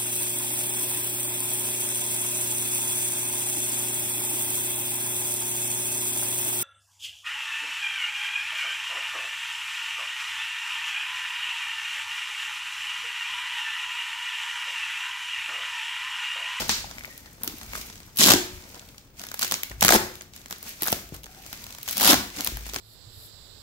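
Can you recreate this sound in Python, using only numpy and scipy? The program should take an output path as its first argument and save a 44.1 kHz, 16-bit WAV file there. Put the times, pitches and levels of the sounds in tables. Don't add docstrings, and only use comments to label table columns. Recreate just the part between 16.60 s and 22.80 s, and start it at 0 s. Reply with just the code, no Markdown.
import sys
import numpy as np
from scipy import signal
from scipy.fft import rfft, irfft, next_fast_len
from scipy.io import wavfile
from scipy.ndimage import uniform_filter1d

SR = 44100
rng = np.random.default_rng(int(sys.argv[2]) if len(sys.argv) > 2 else 0)


def store_wav(level_fs):
    pcm = np.round(np.clip(np.atleast_2d(level_fs), -1, 1) * 32767)
    wavfile.write(sys.argv[1], SR, pcm.T.astype(np.int16))


def voltage_ratio(decibels):
    exponent = np.asarray(decibels, float) / 20
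    return 10 ** exponent


N = 273420

# pitch_hz, density_db
HUSH_COLOUR = [(15, -38), (25, -0.5), (97, 0.5), (818, -19), (1130, -22.5), (5140, -32), (10100, -99),
               (13600, -36), (16000, -18.5)]
# pitch_hz, t60_s
ROOM_DECAY = [(100, 0.17), (260, 0.46), (700, 0.41), (1840, 0.49), (4850, 0.43), (12800, 0.4)]
# pitch_hz, level_db
ROOM_TONE = [(100, -6.5), (300, -4), (1000, -8), (4000, -5.5), (8000, -7), (11000, -9.5), (16000, -7)]
# pitch_hz, t60_s, level_db
STANDING = [(87.7, 0.93, -6), (176.6, 0.44, -3.5), (365, 0.63, 5)]
# pitch_hz, likeness_0_to_1
ALIKE = [(60, 0.97), (300, 0.97), (700, 0.94), (1500, 0.73), (3000, 0.25), (12000, 0.31)]
# pitch_hz, level_db
LEFT_TILT = [(30, 0), (110, 4), (200, 3.5), (1500, 3), (2800, 5), (5500, 1), (9500, 8), (14000, 3.5)]
# pitch_hz, level_db
PHONE_TONE = [(100, -2), (1000, 2), (2200, 7.5), (5000, 4.5), (10000, 10), (11600, 17.5), (13000, 11),
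              (15500, 13)]
# start_s, peak_db, boom_over_peak_db
BUMPS = [
    (0.092, -29, -30),
    (0.239, -58, -12),
    (1.08, -58, 15),
    (3.11, -33, -4),
    (4.327, -20.5, -27),
    (4.523, -28.5, -12),
    (5.779, -37, -17),
    (5.92, -31.5, 0.5),
    (6.066, -39, -22),
]
# peak_s, rumble_db, fade_s
SHIFTS = [
    (0, -43, 1),
    (1.093, -47, 1),
    (1.721, -38.5, 0.24),
    (1.961, -37.5, 0.054),
    (3.327, -33.5, 0.22),
    (4.555, -48, 0.13),
    (5.0, -52.5, 0.48),
    (5.557, -34.5, 0.16),
    (5.951, -38.5, 0.17),
]
# pitch_hz, then rows of time_s, level_db
SQUEAKS = [
    (1880, [(.495, -47), (.52, -43), (.55, -59), (.62, -62), (.67, -56), (.76, -72)]),
    (1560, [(4.69, -66), (4.72, -57), (4.78, -61)]),
    (759, [(4.64, -60), (4.67, -56), (4.8, -58), (4.86, -67)]),
]
# pitch_hz, density_db
CRACKLE_COLOUR = [(900, -20.5), (2200, -2.5), (3000, -6.5), (6300, -4.5), (8400, -8.5), (10200, -12.5),
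                  (11600, -7), (16000, -10.5)]
# pitch_hz, density_db
BODY_COLOUR = [(70, -15), (150, -12.5), (200, 4), (274, -1), (365, -11), (530, -4.5), (800, -5),
               (1260, -7.5), (1480, -5.5), (2500, -22.5), (5000, -70.5)]
# time_s, crackle_db
GRIP = [(0, -41.5), (.8, -56.5), (1.0, -45), (1.3, -49.5), (1.54, -57), (1.98, -48), (2.25, -52),
        (2.57, -66.5), (2.585, -50.5), (3.13, -56), (3.19, -84), (3.55, -51), (3.71, -75), (3.8, -53),
        (4.6, -79), (4.72, -50.5), (5.7, -49), (6.03, -56)]
# peak_s, crackle_db, fade_s, body_over_crackle_db
STROKES = [(0, -26.5, 0.044, 5.5), (.11, -30, 0.1, -4), (.514, -50.5, 0.19, -16), (.848, -47.5, 0.2, 5.5),
           (1.162, -35, 0.18, -6), (1.58, -36.5, 0.015, -9), (2.16, -53, 0.1, 12), (2.604, -41.5, 0.07, -3),
           (2.834, -25.5, 0.07, -17), (2.933, -31.5, 0.054, -4.5), (3.245, -22, 0.019, -4),
           (3.562, -49, 0.14, -7), (3.761, -45.5, 0.075, -7), (3.921, -42.5, 0.039, -21),
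           (4.069, -37, 0.18, -9), (4.23, -34, 0.038, -4), (4.28, -31.5, .17, -6), (4.547, -41, 0.045, 0.5),
           (4.929, -44.5, 0.59, -13), (5.295, -32.5, 0.14, -15), (5.79, -33, 0.17, -3.5),
           (5.867, -38.5, 0.2, -14), (6.076, -40.5, 0.19, -10), (6.162, -34.5, 0.021, -2)]
# start_s, peak_db, pitch_hz
DENTS = [(0.243, -31, 815), (0.383, -27, 2170), (0.409, -30, 2110), (0.447, -24, 2140), (0.478, -42, 651),
         (1.134, -26, 2240), (1.153, -25, 1280), (1.685, -15, 1070), (2.826, -19, 1450), (3.034, -19, 2180),
         (3.225, -14, 815), (3.307, -11.5, 685), (3.325, -13, 720), (3.335, -13.5, 656), (3.349, -15, 810),
         (4.27, -21, 1500), (4.281, -26, 776), (4.326, -20, 710), (5.416, -21, 750), (5.429, -17, 910),
         (5.481, -17, 990), (5.530, -14.5, 990), (5.541, -15.5, 780)]
# start_s, peak_db, pitch_hz
SLACK = [(0.875, -34, 290), (0.937, -38.5, 290), (1.594, -25, 229), (1.660, -20.5, 292), (1.738, -16, 300),
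         (1.757, -23.5, 363), (1.777, -27, 364.7), (3.330, -17.5, 344), (3.345, -19.5, 354),
         (3.360, -20.5, 363), (4.222, -33, 312), (5.529, -18, 276), (5.780, -35, 294), (5.796, -37, 267.8),
         (6.134, -41, 410), (6.160, -39, 350)]
# start_s, peak_db
SNAPS = [
    (0.094, -11),
    (0.8772, -9),
    (3.2485, 5),
    (6.1608, -5),
]
# start_s, level_db
FAR_POPS = [
    (.001, -4),
    (0.093, 5.5),
]
# pitch_hz, density_db
TEAR_COLOUR = [(880, -28), (1500, -13), (2120, -8.5), (3400, -3), (5600, -3.5), (10300, -9.5), (11600, -2),
               (13500, -11), (16000, -36)]
# start_s, length_s, tear_db, drum_db, lower_at_start_db, shrillness_db
RIPS = [
    (1.588, 0.15, -20, -19.5, 0.5, 1),
    (3.312, 0.0535, -19.5, -19.5, 3.5, 2),
    (5.357, 0.1793, -13, -22, 21, -3),
]
# low_hz, high_hz, swell_s
BANDS = [
    (2860, 6930, 0.0009),
    (580, 1790, 0.0013),
    (167, 530, 0.0038),
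    (9800, 19850, 0.001),
]
# peak_s, crack_db, knock_over_crack_db, fizz_over_crack_db
TURNING = [(0.0942, -17.5, 1, -8.5), (0.2052, -37, -5, -9), (0.3047, -45, -11, -6),
           (0.3128, -34.5, -0.5, -10), (0.384, -39, -12, -5), (0.3938, -42, -16, 1), (0.4369, -41, 0, -6.5),
           (0.4539, -39, -10, 1.5), (0.5783, -40.5, -11, 4.5), (0.6599, -43.5, -1.5, -8),
           (0.7122, -53, -7, -1.0)]
PEELING = [(0.8222, -47, -9, 0), (0.8349, -30, -15, 9.5), (0.8453, -50, -10, 21), (0.8773, -22.5, -9, 0),
           (0.984, -42, -10.5, 4.5), (1.0139, -37.5, 1, -6), (1.0325, -41, -4, 1), (1.1188, -48, 1.0, 0),
           (1.1345, -35.5, 4.5, -6.0), (1.1541, -33.5, 2, -10.5), (1.1769, -35, -4.5, -10),
           (1.2163, -38, -19, -1), (1.269, -48.5, -16, 9), (1.3002, -36.5, -5, -8),
           (1.3271, -42.0, -11, -7), (1.3567, -42, -6, -4), (1.3785, -44, -15, -14),
           (1.4033, -42, -2.5, -2), (1.432, -46.5, -8, -8.5), (1.4437, -57, -13, -5),
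           (1.4649, -49, -10, -1)]
FIRST_RIP = [(1.5605, -43, -5.5, 7), (1.5725, -26.5, -18, 5), (1.5785, -31.5, -16.0, 6),
             (1.5864, -23, -10, 2), (1.596, -20, -8, -3.5), (1.6039, -17, -9, -5.5),
             (1.6089, -11, -10, -5.5), (1.6145, -14, -4.5, -13), (1.6222, -16, -7.5, -8),
             (1.6282, -12.5, -25, -3), (1.6355, -8.5, -14, -5.5), (1.6405, -9, -15, -7),
             (1.6474, -19, -23.5, -12.5), (1.6547, -15, -11, -6), (1.6617, -13.5, -12, -2),
             (1.6702, -15, -6, -1), (1.6743, -16, -4, 1), (1.6855, -16, 2, -1), (1.691, -11.5, -10.5, -6.5),
             (1.7039, -9, -14, -3.5), (1.7086, -8, -12, -7), (1.7191, -10.5, -4.5, 0),
             (1.7263, -16.5, -14, -7), (1.7368, -9.5, -4, -5.5)]
PICKING = [(2.0236, -46, -16, -4), (2.1452, -40, -22, -7), (2.155, -42, -18, -9), (2.1955, -38.5, -26, -11),
           (2.2888, -45, -22, -2.5), (2.3457, -53, 4, -4), (2.3815, -38.5, -15, -6),
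           (2.5953, -32.5, -13, -7.0), (2.6163, -36, -19, 1), (2.6381, -31.5, -3.5, -4),
           (2.668, -38.5, -3, 3), (2.6877, -34.5, -12, -8), (2.7161, -32, 0, -2), (2.7427, -30.5, 1, 4.5),
           (2.775, -42, -17, -5.0), (2.7936, -24.5, -10, 1), (2.8133, -26.5, -5, 4),
           (2.8204, -21, -24, -1.0), (2.8297, -16.5, -20, -4), (2.8347, -24.5, -2, -18),
           (2.8468, -24, -4, -3), (2.8797, -33, -19, 3), (2.9127, -19, -10.5, -5), (2.9222, -19.5, -1, 2),
           (2.9412, -18, -9, -13), (3.0337, -25, -7.5, 2), (3.0445, -44, -11, -3),
           (3.0984, -36.5, -15.0, -3), (3.1156, -40.5, 7, -9)]
SECOND_RIP = [(3.2097, -20, -31, 2.5), (3.2219, -18, 3.5, -11), (3.2266, -10.5, -6.5, 0.5),
              (3.2385, -17, -8, -5), (3.2487, -8.5, -1, -1), (3.2594, -17, -3, -1), (3.2662, -19, 0, 3),
              (3.2818, -8.5, -3, -2), (3.2905, -8.5, -0.5, -4.5), (3.3055, -10.5, -4, -1.5),
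              (3.3091, -15.5, -5, -2), (3.3229, -10.5, -0.5, -2), (3.3407, -18.5, 0, 4.5),
              (3.3617, -15, -4, -2)]
FLUTTER = [(3.334, -21, 2.4, 1.5), (3.347, -29, 2.7, 5), (3.353, -24.5, 1.8, 6), (3.367, -27.5, 2.6, -4)]
TUGGING = [(3.5552, -39, -14, 2), (3.6105, -34.5, -3.5, -17), (3.6205, -41.5, -11, 2),
           (3.7366, -41.5, -9, -11), (3.7636, -40.5, -9, 1), (3.7776, -44, -14.5, -10), (3.809, -54, 3, 4),
           (3.8161, -45, -10, -4), (3.86, -37, 0, -4), (3.8835, -47.5, -8.0, 0.5), (3.9009, -45.0, -3, 2.5),
           (3.9097, -31, -2, 2), (3.9264, -27.5, -4.5, -4.5), (3.9608, -42, -18, -9.5),
           (3.9837, -47, -20.0, 6.5), (4.0291, -39, -2, 7), (4.0836, -44, -13, 7), (4.0929, -42, -16.0, 10),
           (4.2219, -25, -4, 7), (4.233, -24.5, -4, 6.5), (4.2423, -33.0, -8, 8), (4.2568, -36, 3, 8.0),
           (4.2648, -26, -1.5, 2), (4.2743, -33.5, 1, 15.5), (4.2829, -21, -2, -8), (4.2888, -29, -14, 1),
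           (4.3042, -44, -13, 20), (4.3202, -29.5, -15, 10), (4.3278, -16.5, -6.5, -3),
           (4.4905, -46, -11, 3), (4.5454, -42, -18, 6.5), (4.5648, -42, -8, -1), (4.634, -42.5, -13.0, 3),
           (4.6425, -36.5, -9, -6), (4.6592, -41, -8, -2), (4.6655, -44, 4, -2), (4.7485, -45, -14, -10),
           (4.8246, -48, -9, 4), (4.8641, -38, -6.5, 0), (4.8732, -47, -8.0, 2.5),
           (4.9295, -29.5, -2.5, -2)]
TENSING = [(5.019, -49, -13.5, 4), (5.0415, -35.5, -14, -1), (5.0667, -36.5, -7.5, -1),
           (5.1066, -37, -10, -3), (5.1255, -37.0, -15, -5), (5.1497, -36.5, -6.5, -3),
           (5.1853, -38, -3, 2), (5.2307, -35.5, -19, 5.5), (5.2655, -53, -12, -3.5), (5.2791, -32, 1, 2.5),
           (5.2875, -24, -9, -1.0), (5.2956, -27.5, -14, -2.5), (5.311, -32, -6, 9), (5.3292, -29, -11, 5),
           (5.3705, -23.5, -8, 3), (5.3801, -22, -9, 4)]
THIRD_RIP = [(5.3993, -23, -6, 2.5), (5.4107, -20, -2, 3), (5.4174, -21, -9, 2), (5.43, -20.5, -7, 4),
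             (5.438, -18, -4, -0.5), (5.4475, -15.5, -6, 1), (5.4557, -16, -4, 1), (5.4656, -15.5, -4, -4),
             (5.4761, -14.5, -7, 4.5), (5.5021, -17, -14, -3), (5.5077, -11, -10, -2), (5.5134, -20, 0, 7),
             (5.5212, -15, -4, -1.5), (5.5315, -13.5, -0.5, -3), (5.5424, -17, -1.5, -0.5)]
SHEDDING = [(5.7025, -39, -15, -5.0), (5.7652, -35, -21.0, -1), (5.7707, -34, -7, -6.5),
            (5.7864, -33, -11, -5), (5.8083, -21, -16, -3.5), (5.8474, -26.5, -18, 6),
            (5.865, -26, -2, 0.5), (5.8733, -21, -5, 1), (5.9713, -32, -1, 2.5), (6.0091, -42, -7, 2),
            (6.0603, -44, -3, 1), (6.0662, -39, 1, 2), (6.0807, -45, -7, 7.0), (6.0915, -38, -1, 0),
            (6.0977, -34.5, -18, -17), (6.1362, -30.5, -5, -2), (6.1445, -27, -6, -1),
            (6.1618, -24, -1.5, -10), (6.1862, -33.5, -12, -2.0)]
# releases, thump_over_crack_db, swell_slowness (ratio), drag (ratio)
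GESTURES = [
    (TURNING, -12.5, 1.083, 0.884),
    (PEELING, -8, 0.71, 1.1),
    (FIRST_RIP, -10.5, 1.2, 1.15),
    (PICKING, -16.5, .8, 1.1),
    (SECOND_RIP, -12.5, .3, 1.4),
    (FLUTTER, -1, 0.9, 0.98),
    (TUGGING, -11, 1.1, .9),
    (TENSING, -23, 1.1, 1),
    (THIRD_RIP, -22, 1.4, 1.05),
    (SHEDDING, -10.5, 0.97, .9),
]


def unit(x):
    return x / np.sqrt(np.mean(x ** 2) + 1e-20)


def along(points, hz):
    f, v = np.transpose(points)
    return np.interp(np.log(hz + 1), np.log(f + 1), v)


def curves(rows):
    s, *cols = np.transpose(rows)
    return [np.interp(np.arange(N) / SR, s, c, -120, c[-1]) for c in cols]


def swells(rows, rise_s, rise_share):
    s, db, fade = np.array(rows).T[:3, :, None]
    late = np.arange(0, N, 16) / SR - s
    rise = rise_s + rise_share * fade
    return db - 20 * np.where(late > 0, late / fade, -late / rise)


def summed(levels_db, floor_db):
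    power = np.repeat(np.sum(voltage_ratio(2 * levels_db), 0), 16)[:N]
    return np.sqrt(power + voltage_ratio(2 * floor_db))


def filtered(x, response):
    m = next_fast_len(x.shape[-1] + 4096)
    return irfft(rfft(x, m) * response(np.fft.rfftfreq(m, 1 / SR)), m)[..., :x.shape[-1]]


def ports(size):
    turn = lambda hz: np.arccos(np.clip(along(ALIKE, hz), 0, 1)) / 2
    middle_side = lambda hz: np.array([np.cos(turn(hz)), np.sin(turn(hz))])
    pair = filtered(rng.standard_normal(size), middle_side)
    return np.array([[1, 0.87], [1, -2.0]]) @ pair


def noise(colour):
    return filtered(ports(size=(2, N)), lambda hz: voltage_ratio(along(colour, hz)))


def grains(rate, spread_db, life):
    strength = voltage_ratio(np.minimum(spread_db * rng.exponential(size=N), 17))
    hits = (rng.random(N) < rate / SR) * strength
    fade = np.exp(-1 / (life * SR))
    return signal.lfilter([np.e * (1 - fade)], [1, -2 * fade, fade ** 2], hits)


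def two_tone(colour, base, shared, rate, spread_db, life):
    share = lambda hz: 1 / (1 + (hz / 7500) ** 4)
    dull, bright = (noise(colour) * (base + shared + grains(rate, spread_db, life)) for _ in range(2))
    low = filtered(dull, lambda hz: np.sqrt(share(hz)))
    high = filtered(bright, lambda hz: np.sqrt(1 - share(hz)))
    return unit(low + high)


def hush():
    return voltage_ratio(-52.5) * unit(noise(HUSH_COLOUR))


def room(x):
    out, step = np.zeros((2, N + SR)), SR // 4
    for a in range(0, N, step):
        hz, t, z = signal.stft(ports(size=(2, SR * 3 // 5)), SR, nperseg=256)
        decay = voltage_ratio(-60 * t / along(ROOM_DECAY, hz)[:, None])
        tail = signal.istft(z * decay, SR, nperseg=256)[1]
        tail = tail * (1 - np.exp(-np.arange(tail.shape[1]) / (0.00015 * SR)))
        wet = signal.fftconvolve(x[None, a:a + step], tail / np.linalg.norm(tail[0]), axes=1)
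        out[:, a:a + wet.shape[1]] += wet
    return filtered(out[:, :N], lambda hz: voltage_ratio(along(ROOM_TONE, hz)))


def standing(x):
    return sum(voltage_ratio(db) * signal.lfilter(*signal.iirpeak(hz, hz * t60 / 2.3, SR), x)
               for hz, t60, db in STANDING)


def boards():
    out, t = np.zeros(N + SR), np.arange(SR // 2) / SR
    sos = signal.butter(2, [90, 500], "band", fs=SR, output="sos")
    for s, db, boom_db in BUMPS:
        push = 6 * np.exp(-t / 0.0013)
        puff = signal.sosfilt(sos, rng.standard_normal(len(t)) * voltage_ratio(-60 * t / 0.08) + push)
        boom = np.sin(2 * np.pi * 54 * t) * voltage_ratio(boom_db - 60 * t / 0.82) * (1 - np.exp(-t / 0.0033))
        out[round(s * SR):][:len(t)] += voltage_ratio(db) * (puff / np.abs(puff).max() + boom)
    low = noise([(15, -49.5), (30, 3), (55, 6.5), (110, 4.0), (200, -11.5), (400, -37.0)])
    shifting = summed(swells(SHIFTS, rise_s=0.071, rise_share=0.72), floor_db=-70)
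    return out[:N] + voltage_ratio(-3.5) * shifting * unit(low)


def squeaks():
    out = 0
    for hz, rows in SQUEAKS:
        narrow = noise([(.88 * hz, -50), (.97 * hz, -7), (hz, 0), (1.03 * hz, -7), (1.13 * hz, -50)])
        whistle = np.cos(np.angle(signal.hilbert(narrow)))
        level_db = curves([*rows, (rows[-1][0] + .03, -120)])[0]
        out = out + voltage_ratio(level_db) * whistle * unit(grains(rate=79, spread_db=-1.5, life=0.0022))
    return out


def rustle():
    grip_db = curves(GRIP)[0]
    stroke_db = swells(STROKES, rise_s=.03, rise_share=.3)
    body_db = stroke_db + np.array(STROKES)[:, 3:]
    folds = grains(rate=170, spread_db=0.5, life=0.00013)
    crackle = two_tone(CRACKLE_COLOUR, base=1.76, shared=folds, rate=140, spread_db=2.5, life=0.0013)
    body = noise(BODY_COLOUR) * (1.2 + 0.14 * folds + grains(rate=170, spread_db=2.5, life=0.0035))
    body_gain = voltage_ratio(-5.0) * summed(body_db, grip_db - 2)
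    return summed(stroke_db, grip_db) * crackle + body_gain * unit(body)


def dents():
    out, t = np.zeros(N + SR), np.arange(SR // 10) / SR
    for s, db, hz in [*DENTS, *SLACK]:
        cycles = hz * t
        decay = voltage_ratio(db + 8.0 - 60 * cycles / 12.5)
        out[round(s * SR):][:len(t)] += decay * np.sin(2 * np.pi * cycles) * np.minimum(cycles, 1)
    return out[:N]


def snaps():
    jumps = np.zeros(N)
    for s, db in SNAPS:
        jumps[round(s * SR)] = voltage_ratio(db)
    return signal.sosfilt(signal.butter(1, [350, 5500], "band", fs=SR, output="sos"), jumps)


def far_pops():
    pops = np.zeros(N)
    for s, db in FAR_POPS:
        pops[round(s * SR)] = voltage_ratio(db + 12.0)
    shade = [(200, -22.0), (2000, -1.5), (4500, 6.0), (7000, 0.5), (9500, -10.5)]  # pitch_hz, level_db
    return filtered(pops, lambda hz: voltage_ratio(along(shade, hz)))


def pull():
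    rows = []
    for s, length, tear_db, drum_db, lower_db, shrill_db in RIPS:
        rows += [(s - .005, -120, -120, shrill_db),
                 (s, tear_db - lower_db, drum_db - 27, shrill_db),
                 (s + 0.76 * length, tear_db, drum_db, shrill_db),
                 (s + 0.84 * length, tear_db, drum_db, shrill_db),
                 (s + length, tear_db - 15, drum_db - 2.5, shrill_db),
                 (s + length + 0.0099, -120, -120, shrill_db)]
    return curves(rows)


def tearing():
    tear_db, drum_db, shrill_db = pull()
    strands = grains(rate=300, spread_db=-6.0, life=0.0018)
    tear = two_tone(TEAR_COLOUR, base=5, shared=strands, rate=150, spread_db=4.5, life=0.0009)
    low = filtered(tear, lambda hz: 1 / (1 + (hz / 5300) ** 4))
    drum = noise(BODY_COLOUR) * (2.0 + strands + grains(rate=170, spread_db=0.0, life=0.0025))
    return voltage_ratio(tear_db) * (low + voltage_ratio(shrill_db) * (tear - low)) + voltage_ratio(drum_db) * unit(drum)


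def releases():
    rows = []
    for table, thump_db, slow, drag in GESTURES:
        for s, db, knock, fizz in table:
            crack_db = db + 2.5
            thump = thump_db + 0.49 * knock + 3.5 * rng.standard_normal()
            rows.append((s, slow, drag, crack_db, crack_db + knock, crack_db + thump, crack_db + fizz - 5))
    return np.array(rows)


def slips():
    rows = releases()
    peak_s, levels_db = rows[:, :1], rows[:, 3:]
    slow, drag = rows[:, 1:3].T[..., None, None]
    t = np.arange(768) / SR
    tear = ports(size=(len(rows), 2, len(t)))
    stretch = drag * np.exp(0.15 * rng.standard_normal(drag.shape))
    burst = 0
    for (lo_hz, hi_hz, swell), db in zip(BANDS, levels_db.T):
        sos = signal.butter(2, [lo_hz, hi_hz], "band", fs=SR, output="sos")
        age = t / (swell * stretch)
        envelope = age ** slow * np.exp(-age) / (slow / np.e) ** slow
        push = 3.63 * age * np.exp(-4.5 * age)
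        part = signal.sosfilt(sos, tear * envelope + 2.77 * push)
        power = uniform_filter1d(np.mean(part ** 2, 1, keepdims=True), round(2 * swell * SR))
        part = part / np.sqrt(power.max(2, keepdims=True)) * voltage_ratio(db - 7.5)[:, None, None]
        click = signal.sosfilt(sos, (t == 0) * 1.0)
        spread = click / np.linalg.norm(click) * np.linalg.norm(part[:, :1], axis=2, keepdims=True)
        burst = burst + np.concatenate([part, spread], 1)
    start_s = peak_s - .0004 - (slow * stretch)[:, 0] * BANDS[0][2]
    at = (np.round(start_s * SR).astype(int) + np.arange(len(t))).ravel()
    return np.array([np.bincount(at, burst[:, c].ravel(), N + SR)[:N] for c in (0, 1, 2)])


def scene():
    tape = filtered(slips(), lambda hz: voltage_ratio(along(PHONE_TONE, hz)))
    film = tearing() + rustle() + squeaks() + boards()
    small = dents() + snaps()
    near = tape[:2] + film + small
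    walls = room(tape[2] + film[0] + voltage_ratio(-5.5) * small + far_pops())
    left, right = near + walls + standing(tape[2] + film[0] + small)
    return np.array([left, np.roll(right, 9)]) + hush()


def roll_off(x):
    return signal.sosfilt(signal.butter(12, 16970, fs=SR, output="sos"), x)


def record(dry):
    x = filtered(dry, lambda hz: voltage_ratio(along(LEFT_TILT, hz) * [[.5], [-.5]]))
    x = x / (1 + np.abs(x / .9) ** 6) ** (1 / 6)
    mix = filtered(x, lambda hz: voltage_ratio(-60 * np.clip((hz - 15760) / 300, 0, 2)))
    return roll_off(mix)


dry = scene()
out = record(dry)
store_wav(out)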